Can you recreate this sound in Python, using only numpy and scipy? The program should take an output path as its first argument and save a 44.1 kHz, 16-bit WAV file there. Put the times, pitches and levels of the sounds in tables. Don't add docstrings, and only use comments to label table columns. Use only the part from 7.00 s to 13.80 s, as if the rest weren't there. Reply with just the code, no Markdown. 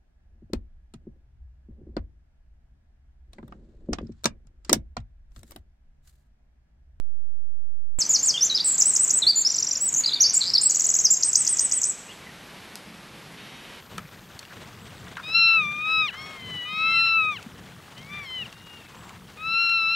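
import sys
import numpy as np
from scipy import signal
from scipy.fft import rfft, irfft
from scipy.io import wavfile
from scipy.ndimage import uniform_filter1d, minimum_filter1d

SR = 44100
rng = np.random.default_rng(int(sys.argv[2]) if len(sys.argv) > 2 else 0)


def volts(x):
    e = np.asarray(x, float) / 20
    return 10 ** e


def transcribe(u):
    v = np.clip(np.atleast_2d(u).T, -1, 1)
    q = np.round(v * 32767).astype(np.int16)
    wavfile.write(sys.argv[1], SR, q)


N = 300071
CUT_S, TOP_HZ = .9878, 15780


def rms_one(x):
    return x / np.sqrt(np.mean(x ** 2) + 1e-20)


def band(x, low_hz, high_hz, order=2):
    return signal.sosfilt(signal.butter(order, [low_hz, high_hz], "band", fs=SR, output="sos"), x)


def drift(rate_hz):
    r = np.exp(-2 * np.pi * rate_hz / SR)
    noise = rng.standard_normal(N + 20000)
    return rms_one(signal.lfilter([1], [1, -2 * r, r * r], noise)[20000:])


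# (f/Hz, level/dB)
LOW_TONES = [(86, -65.5), (129, -74.5)]


def held_offset():
    t = np.arange(N) / SR
    held = .1107 + sum(volts(db) * np.sin(2 * np.pi * hz * t) for hz, db in LOW_TONES)
    return held * [[0], [1]]


def joined(glides):
    notes = []
    for g in sorted(glides):
        last = notes[-1][-1] if notes else (0, 0, 0, 0, 0, 0)
        gap_s, leap_hz = g[0] - last[0] - last[1], abs(g[2] - last[4])
        turn = last[2] - last[4] > 1500 and g[4] - g[2] > 1500
        if gap_s < .0035 and leap_hz < 900 and not turn:
            notes[-1].append(g)
        else:
            notes.append([g])
    return notes


def breath_pulse(pitch, gain, note, fade_s):
    pad = int(0.00082 * SR)
    a = int(note[0][0] * SR) - pad
    b = int((note[-1][0] + note[-1][1]) * SR) + pad
    t = np.arange(a, b) / SR
    u = np.linspace(0, 1, 9)
    times = np.concatenate([s + u * length for s, length, *_ in note])
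    bows = np.concatenate([f0 * (1 - u) * (1 - 2 * u) + 4 * f1 * u * (1 - u) + f2 * u * (2 * u - 1)
                           for _, _, f0, f1, f2, _ in note])
    level_db = np.interp(t, [s + length / 2 for s, length, *_ in note], [g[-1] for g in note])
    span_s = t[-1] - t[0]
    fade_out_s = min(fade_s, span_s / 2)
    swell_s = min(max(2.58 * fade_s, min(0.04 * span_s, .016)), span_s / 2)
    ramp = np.minimum((t - t[0]) / swell_s, (t[-1] - t) / fade_out_s)
    ends = np.sin(np.pi / 2 * np.clip(ramp, 0, 1)) ** 2
    line = np.interp(t, np.maximum.accumulate(times), bows)
    pitch[a:b] = uniform_filter1d(line, size=70, mode="nearest")
    gain[a:b] = np.maximum(gain[a:b], volts(level_db) * ends)


def whistle(notes, fade_s, second_db, third_db, flutter_db, waver_hz, loss_db):
    pitch, gain = np.full((2, N), 5000.), np.zeros((2, N))
    for k, note in enumerate(sorted(notes)):
        breath_pulse(pitch[k % 2], gain[k % 2], note, fade_s)
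    phase = 2 * np.pi * np.cumsum(pitch + waver_hz * drift(147), axis=1) / SR
    ragged = volts(3.7 * drift(300))

    def overtone(k, db):
        growth = volts(1.6 * (k * pitch - 13000) / 1000)
        below_top = np.clip((TOP_HZ + 150 - k * pitch) / 250, 0, 1)
        return volts(db) * ragged * below_top * growth * np.sin(k * phase)

    throat_loss = volts(loss_db * np.minimum(pitch - 4300, 0) / 1000)
    tone = np.sin(phase) * throat_loss + overtone(2, second_db) + overtone(3, third_db)
    return (gain * tone).sum(axis=0) * volts(flutter_db * drift(120))


def wren():
    notes = joined(free_glides() + plunges() + trills() + end_figures()) + buzzes()
    return whistle(notes, fade_s=0.0029, second_db=-32.0, third_db=-45, flutter_db=1.4,
                   waver_hz=26.5, loss_db=2.5)


# (t/s, length/s, f/Hz, level/dB)
HOLDS = [(1.062, 0.0062, 6080, -16.5), (1.3382, 0.022, 3205, -21), (1.3772, 0.0055, 3520, -17.5),
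         (2.36, 0.039, 7072, -16), (2.399, 0.013, 7500, -22.5), (1.052, .004, 6050, -21),
         (1.105, 0.007, 6800, -12.5), (1.116, 0.0069, 7900, -24), (3.371, 0.011, 7620, -12),
         (4.162, 0.009, 7440, -23), (1.427, 0.016, 6200, -11.5), (1.512, 0.018, 3890, -20.5),
         (2.817, 0.037, 7840, -15.5), (3.073, 0.015, 4100, -17), (4.037, .009, 6525, -22),
         (4.117, 0.0097, 7640, -12.5)]
# (t/s, length/s, start f/Hz, end f/Hz, level/dB)
RISES = [(1.113, 0.0089, 6830, 7850, -22), (1.227, 0.0087, 6740, 7490, -18),
         (1.407, 0.028, 5180, 6150, -16.5), (1.443, 0.013, 6240, 7440, -18), (1.473, 0.01, 6065, 7200, -33),
         (1.5443, 0.022, 4520, 5610, -15.5), (1.6005, 0.0068, 3900, 4800, -19),
         (2.264, 0.024, 4010, 4650, -12), (2.286, .009, 4636, 4745, -12),
         (1.8525, 0.014, 7600, 7910, -11.5), (2.923, 0.011, 6400, 7700, -23.5),
         (2.802, 0.014, 7200, 7820, -22), (2.851, 0.013, 7830, 8260, -22.5),
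         (3.0345, 0.0051, 3990, 4800, -19), (2.945, 0.0069, 5666, 7170, -14),
         (2.972, 0.012, 6280, 7300, -19), (3.1995, 0.0079, 5150, 5780, -15.5),
         (3.277, .017, 5350, 5500, -40), (3.2086, 0.015, 5780, 6790, -9.5),
         (3.330, 0.0115, 6480, 8460, -23), (3.5766, 0.012, 4533, 5270, -12.5),
         (3.6095, 0.016, 6250, 8970, -19), (3.649, 0.011, 7320, 7720, -18),
         (4.0365, 0.0045, 5000, 6560, -14), (4.101, 0.021, 6630, 7620, -12)]
FALLS = [(.935, 0.031, 8300, 6850, -13), (1.5655, 0.0042, 5250, 3940, -17.5),
         (1.574, .005, 5056, 3680, -13), (1.5835, 0.0049, 4090, 3040, -19.5),
         (1.593, 0.00425, 4373, 3350, -23), (.982, 0.012, 8100, 7460, -23.5),
         (.9965, 0.014, 7250, 5980, -19), (1.0115, 0.017, 5850, 4170, -15.5),
         (1.795, 0.012, 7600, 6930, -12), (1.8085, 0.0065, 6950, 4920, -15),
         (1.8835, 0.029, 8640, 7330, -14.5), (1.127, 0.015, 7850, 6250, -16.5),
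         (1.145, 0.022, 6250, 4200, -14), (1.235, 0.0063, 7450, 6800, -18.5),
         (1.2828, 0.016, 6710, 5300, -15), (1.2998, 0.0128, 5285, 4316, -16),
         (1.455, 0.00954, 7416, 6895, -20.5), (1.465, 0.007, 6690, 5660, -16.5),
         (1.607, 0.00806, 4740, 4600, -16.5), (1.642, 0.0055, 8570, 7900, -19),
         (2.2187, 0.01195, 4198, 3748, -14), (2.295, 0.02, 4800, 4220, -14),
         (2.412, 0.013, 7460, 6370, -17), (2.9385, 0.0055, 7600, 5650, -15),
         (2.96, 0.0097, 7230, 6510, -15.5), (2.985, 0.028, 7280, 6550, -19),
         (3.038, 0.014, 4770, 3830, -20.5), (3.089, 0.0094, 4060, 3330, -22),
              (3.066, 0.0035, 4950, 4130, -20), (3.114, 0.013, 4190, 3400, -20.5),
              (3.154, 0.023, 3840, 3390, -25.5), (3.2235, 0.02, 6760, 4650, -12.5),
              (3.306, 0.0038, 6280, 5450, -16), (3.34, 0.013, 8450, 6920, -13.5),
              (3.404, .008, 4480, 4330, -25), (3.413, 0.008, 4330, 3800, -13.5),
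              (3.548, 0.017, 4850, 4060, -10.5), (3.571, 0.00401, 4080, 3500, -19),
              (3.5414, 0.003, 5310, 4080, -14), (3.63, 0.015, 9050, 7380, -16),
              (3.6726, 0.0031, 7850, 6800, -18), (4.049, 0.0097, 6464, 5280, -7),
              (4.059, 0.014, 5340, 4580, -17), (4.13, 0.018, 7510, 6060, -16.5),
              (4.166, 0.011, 7150, 6420, -17.5)]
ARCHES = [(1.090, 0.01176, 7050, 6900, -19.5), (1.188, 0.0076, 5890, 6270, -17.5),
          (1.199, 0.0076, 6320, 6520, -19.5), (1.8185, 0.01, 4650, 7450, -8),
          (2.355, 0.0038, 5850, 6910, -19), (2.4711, 0.0059, 5620, 5360, -14.5),
          (1.778, 0.010, 4800, 7860, -15), (1.789, 0.0056, 7730, 7710, -21),
          (2.867, 0.031, 8120, 6367, -20), (3.0575, 0.011, 4100, 4870, -10.5),
          (3.1312, 0.009, 3510, 4790, -16), (3.1404, 0.0089, 4670, 3900, -15.5),
          (3.263, 0.011, 5165, 5300, -13), (3.2956, 0.0067, 5420, 6250, -13.5),
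          (3.535, 0.0038, 4040, 5300, -12), (3.5392, 0.0038, 5280, 5190, -8.5),
          (3.6605, 0.016, 7440, 7900, -10)]
CUPS = [(1.2429, 0.017, 6950, 8360, -21.5), (1.2604, .0224, 8436, 6740, -18.5),
        (1.363, 0.011, 3050, 3154, -28), (1.495, 0.015, 4815, 3950, -16), (1.6485, .015, 7790, 8600, -15.5),
        (1.665, .005, 8600, 8430, -16.5), (1.864, .017, 7910, 8460, -19.5), (2.232, 0.017, 3798, 3740, -21),
        (2.4472, .026, 5280, 5530, -15), (3.2457, .017, 4597, 5105, -16.5),
        (3.3545, .018, 7010, 7390, -18.5)]


def free_glides():
    glides = [(s, length, hz, hz, hz, db) for s, length, hz, db in HOLDS]
    shapes = ((RISES, 39.2), (FALLS, 72.7), (ARCHES, 311), (CUPS, -300))
    for rows, bow_hz in shapes:
        glides += [(s, length, f0, (f0 + f1) / 2 + bow_hz, f1, db) for s, length, f0, f1, db in rows]
    return glides


# (echo level/dB, t60 of lows/s, t60 of highs/s)
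WOOD = [
    (-12.5, 0.1, 0.063),
    (-12.5, 0.99, 0.55),
]


def wood(x):
    t = np.arange(SR) / SR
    clumps_db = 2.5 * rng.standard_normal(SR // 100).repeat(100)
    trunks = rng.standard_normal(SR) * volts(clumps_db)
    trunks = rms_one(signal.sosfilt(signal.butter(1, 12000, fs=SR, output="sos"), trunks))
    lows = signal.sosfiltfilt(signal.butter(2, 5500, fs=SR, output="sos"), trunks)
    highs = trunks - lows

    def dying(t60_s):
        return np.sqrt(2 * np.log(1000) / (t60_s * SR)) * volts(-60 * t / t60_s)

    echoes = sum(volts(db) * (lows * dying(low_s) + highs * dying(high_s)) for db, low_s, high_s in WOOD)
    return signal.fftconvolve(x, echoes * np.clip(t / 0.0013, 0, 1))[:N]


# (f/Hz, level/dB per Hz)
AIR = [(15, -44), (30, -12.5), (190, -3.5), (600, -9), (2400, -10.5), (4200, -15.5), (7000, -24),
       (13000, -27)]
# (t/s, depth/dB)
DUCKS = [(2.295, 4), (3.55, 0.5), (4.06, 2), (4.797, 1), (5.8, 1.5)]


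def air():
    hz = np.clip(np.fft.rfftfreq(N, 1 / SR), 10, 12600)
    points_hz, points_db = np.transpose(AIR)
    shape_db = np.interp(np.log(hz), np.log(points_hz), points_db)
    hiss = irfft(rfft(rng.standard_normal(N)) * volts(shape_db), N)
    t, recovery_s = np.arange(N) / SR, 0.35
    ducked_db = sum(db * (t > s) * np.exp(-np.abs(t - s) / recovery_s) for s, db in DUCKS)
    return rms_one(hiss) * volts(-44.5 - ducked_db + .5 * drift(13.0))


# (t/s, level/dB)
SWELLS = [(1.1, -42), (2.93, -43), (3.48, -40), (4.4, -52), (5.321, -46), (5.9, -38), (6.1, -42),
          (6.3, -39.5), (6.55, -55)]


def rumble():
    t, swell_s = np.arange(N) / SR, 0.066
    level = volts(-50) + sum(volts(db) * np.exp(-.5 * ((t - s) / swell_s) ** 2) for s, db in SWELLS)
    return rms_one(band(rng.standard_normal(N), 130, 231)) * level * volts(-14.0 + 2.0 * drift(2.4))


# (t/s, peak level/dB)
TICKS = [
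    (1.0104, -22),
    (3.009, -24.5),
    (5.756, -22),
    (6.324, -42),
]
# (f/Hz, level/dB, t60/s)
TWIG = [(1500, -14, .002), (5200, -4, .004), (6400, -5, .002), (8000, -4, .002), (9600, -5, .002),
        (11400, -4, .002)]


def twig():
    click, out = np.zeros(N), 0
    for s, db in TICKS:
        click[int(s * SR)] = volts(db)
    for hz, db, t60_s in TWIG:
        r, w = volts(-60 / (t60_s * SR)), 2 * np.pi * hz / SR
        ring = [0, volts(db) * np.sin(w)], [1, -2 * r * np.cos(w), r * r]
        out = out + signal.lfilter(*ring, click + 1e-18)
    return band(out, 630, 12000, order=4)


# (t/s, end t/s, start f/Hz, end f/Hz, fall/Hz, chirps per s, sounding share, level/dB,
# level change to the end/dB)
BUZZES = [
    (1.666, 1.756, 7822, 7410, 750, 201, 1.15, -17.5, -8),
    (3.4223, 3.506, 4165, 5005, 900, 177, 0.42, -19.5, 0),
]


def buzzes():
    notes = []
    for s, end, f0, f1, fall, rate, share, db, fade_db in BUZZES:
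        uneven = rng.normal(0, 1, (30, 3))
        for at, (jump, loud, late) in zip(np.arange(s, end, 1 / rate), uneven):
            mid = np.interp(at, [s, end], [f0, f1]) + 90 * jump
            at = at + .04 * late / rate
            level_db = db + fade_db * ((at - s) / (end - s) - .5) + 2.0 * loud
            notes.append([(at, share / rate, mid + 0.42 * fall, mid + 0.132 * fall,
                           mid - 0.84 * fall, level_db)])
    return notes


# (offset t/s, length/s, start f/Hz, middle f/Hz, end f/Hz, level/dB)
PLUNGE = [(-.0275, 0.012, 5500, 7300, 7900, -13), (-.0175, 0.0083, 8110, 7865, 8410, -25),
          (-.0085, 0.0053, 7860, 6940, 5920, -13), (.0002, .012, 4550, 6374, 7460, -10),
          (0.032, 0.0238, 7520, 7770, 7890, -12), (0.053, 0.0119, 7880, 8250, 8290, -20.5),
          (0.068, 0.025, 8400, 7800, 6690, -13.5)]
# (t/s, level/dB, pitch factor, stretch)
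PLUNGE_AT = [(1.960, -1, 1.01, 0.98), (2.102, -2, 1.0, 0.97)]


def plunges():
    return [(s + stretch * dt, stretch * length, k * f0, k * f1, k * f2, db + level)
            for s, db, k, stretch in PLUNGE_AT for dt, length, f0, f1, f2, level in PLUNGE]


# (offset t/s, length/s, start f/Hz, middle f/Hz, end f/Hz, level/dB)
THIN_TRILL = [(.003, 0.004, 3908, 5075, 6100, -20), (.007, 0.0031, 6120, 6480, 6450, -19),
              (.010, 0.004, 6450, 6100, 5400, -17), (.017, 0.017, 8116, 7887, 6800, -23)]
ARCH_TRILL = [(.004, 0.0072, 4700, 6505, 7000, -10.5), (.011, 0.006, 7000, 6850, 7440, -17.5),
              (.017, .005, 7300, 6500, 5185, -14.5), (.027, 0.0098, 8225, 7775, 7550, -15.5)]
LAST_TRILL = [(.041, 0.016, 8930, 8145, 8370, -20), (.060, .020, 8010, 8810, 8304, -27.5),
              (.080, 0.017, 8250, 8000, 7700, -18.5), (.097, .0075, 7700, 7450, 6840, -25)]
# (t/s, level/dB, pitch factor)
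THIN_AT = [(2.4941, 0.82, 0.92), (2.5371, 1.2, 0.95), (2.5775, 1.46, 0.91), (2.62, -0.062, 0.92),
           (2.664, -0.78, 0.93), (2.7057, 0.39, 0.92), (2.749, -1, 0.9)]
ARCH_AT = [(3.6903, 0.42, 1.0), (3.7401, -1, 0.99), (3.789, 0.28, 0.98), (3.8362, -0.33, 1),
           (3.884, 0.65, 1), (3.934, 0.67, 0.98), (3.9822, 0.092, 0.97)]
LAST_AT = [(4.2015, 1.82, 0.99), (4.324, 2.4, 0.98), (4.4452, 1.7, 0.99), (4.5637, 2.4, 1.0),
           (4.6876, 1.4, 0.98), (4.809, 0.24, 0.97)]


def trills():
    glides = []
    for figure, repeats in ((THIN_TRILL, THIN_AT), (ARCH_TRILL, ARCH_AT), (LAST_TRILL, LAST_AT)):
        glides += [(s + dt, length, k * f0, k * f1, k * f2, db + level)
                   for s, db, k in repeats for dt, length, f0, f1, f2, level in figure]
    return glides


# (t/s, end t/s, whirr level/dB)
MOTOR_RUNS = [(3.02, 3.48, -55), (4.40, 4.81, -55), (6.37, 6.9, -54.5)]
# (f/Hz, level/dB)
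MOTOR_LINES = [
    [(2261, -66), (2342, -62.5), (2923, -66.5)],
    [(1954, -62), (2929, -69), (3149, -68), (3375, -63)],
    [(1938, -69), (2200, -68), (2590, -67), (2805, -68), (2995, -65), (3035, -66), (3230, -66), (3749, -64),
     (5609, -77), (5841, -76)],
]


def motor():
    t, out = np.arange(N) / SR, np.zeros(N)
    whirr = rms_one(band(rng.standard_normal(N), 1800, 3700))
    for (s, end, db), lines in zip(MOTOR_RUNS, MOTOR_LINES):
        on = np.clip(np.minimum(t - s, end - t) / 0.0078, 0, 1)
        hum = sum(volts(level + 8.5) * np.sin(2 * np.pi * hz * t) for hz, level in lines)
        hum = hum * volts(1.2 * drift(12))
        kick = 1 + 1.6 * np.exp(-np.maximum(t - s, 0) / 0.058)
        out += on * (volts(db) * kick * whirr + hum)
    return out


# (t/s, level/dB, top f/Hz)
LEADS = [(4.206, -22, 7390), (4.329, -12, 7440), (4.447, -15.5, 7490), (4.5673, -16.5, 7560),
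         (4.692, -23, 7970), (4.814, -15.5, 7690)]
# (t of bottom/s, bottom f/Hz, fall start f/Hz, fall level/dB, rise level/dB)
DIPS = [(4.2302, 3900, 6890, -18, -10.5), (4.353, 4070, 6680, -20, -8), (4.472, 4070, 7090, -15.5, -11),
        (4.591, 4215, 7240, -18.5, -11), (4.718, 4425, 7590, -19, -13), (4.837, 4650, 7810, -17, -11.5)]


def end_figures():
    glides = []
    for s, db, top in LEADS:
        glides += [(s, .008, top - 2600, top - 750, top, db),
                   (s + 0.009, .003, top, top - 100, top - 700, db - 10.0)]
    for s, low, high, fall_db, rise_db in DIPS:
        glides += [(s - .006, .005, high, (high + low) / 2 + 300, low + 50, fall_db - 0.5),
                   (s + 0.00089, .008, low + 150, low / 2 + 4250, 7500, rise_db)]
    return glides


# (t/s, length/s, start f/Hz, middle f/Hz, end f/Hz, level/dB)
FAR_BIRD = [
    (5.07, .042, 2420, 2800, 2950, -44.5),
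    (5.112, .016, 3000, 3350, 2750, -43.5),
    (5.2, .045, 2400, 2250, 2080, -54),
    (5.255, .048, 2010, 1990, 1960, -45),
]


def far_bird():
    return whistle(joined(FAR_BIRD), fade_s=.008, second_db=-40, third_db=-50, flutter_db=2.5,
                   waver_hz=80, loss_db=0)


def scene():
    near = wren() + twig() + far_bird()
    return np.tile(near + wood(near) + air() + rumble() + motor(), (2, 1))


def capsule(x):
    peak = uniform_filter1d(-minimum_filter1d(-np.abs(x[0]), size=88), size=88)
    x = x / (1 + peak ** 4) ** .25
    bent = volts(-33.0) * band(x ** 2, 10600, 19000, order=5)
    loudness = np.sqrt(uniform_filter1d(x[0] ** 2, size=1024) + 1e-12)
    grit = volts(-39.5) * loudness * rms_one(band(rng.standard_normal(N), 8100, 15400, order=5))
    return x + bent + grit


def drop_bands(x):
    _, _, z = signal.stft(x, SR, nperseg=1408)
    power = np.abs(z[:, :704].reshape(2, 88, 8, -1)) ** 2
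    power = power.sum(axis=2).mean(axis=0)
    level = 10 * np.log10(uniform_filter1d(power, size=3, axis=0) + 1e-20)
    khz = (np.arange(88)[:, None] + .5) * SR / 176000
    mask_db, slope_db_per_khz = -30.5, -5.5
    tilt = slope_db_per_khz * khz
    mask = np.maximum.accumulate(level - tilt, axis=0) + tilt + mask_db
    keep = (level > mask + rng.normal(0, 1.5, level.shape[1])) | (khz < 8.5)
    above = np.maximum.accumulate(np.where(khz < 15.8, level, -200)[::-1], axis=0)[::-1]
    floor_db = -64 + 5.5 * (khz - 15)
    keep &= (khz * 1000 < 13100) | (uniform_filter1d(above, size=3, axis=1) > floor_db)
    z[:, :704] *= keep.repeat(8, axis=0)
    return signal.istft(z, SR, nperseg=1408)[1][:, :N]


def side_noise(x):
    _, _, z = signal.stft(x, SR, nperseg=2048)
    edges = np.geomspace(110, 740, 19).astype(int)
    out, chance = np.zeros_like(z), rng.random((18, z.shape[1]))
    wide = rng.random(z.shape[1]) < .035
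    for low, high, draw in zip(edges, edges[1:], chance):
        size = np.sqrt(np.mean(np.abs(z[low:high]) ** 2, axis=0))
        on = (draw < .045) | (wide & (high > 190) & (high < 400))
        out[low:high] = on * size ** 0.99 * volts(-31 + 18 * (low > 400))
    out = out * np.exp(2j * np.pi * rng.random(z.shape))
    return signal.istft(out, SR, nperseg=2048)[1][:N]


def band_limit(x):
    return signal.sosfilt(signal.butter(12, 15910, fs=SR, output="sos"), x)


def record(dry):
    sound = drop_bands(capsule(dry))
    sound = sound + side_noise(sound[0]) * [[1], [-1]]
    mix = np.where(np.arange(N) / SR < CUT_S, held_offset(), sound)
    mix = signal.sosfiltfilt(signal.ellip(10, .1, 40, TOP_HZ, fs=SR, output="sos"), mix)
    return band_limit(mix)


dry = scene()
out = record(dry)
transcribe(out)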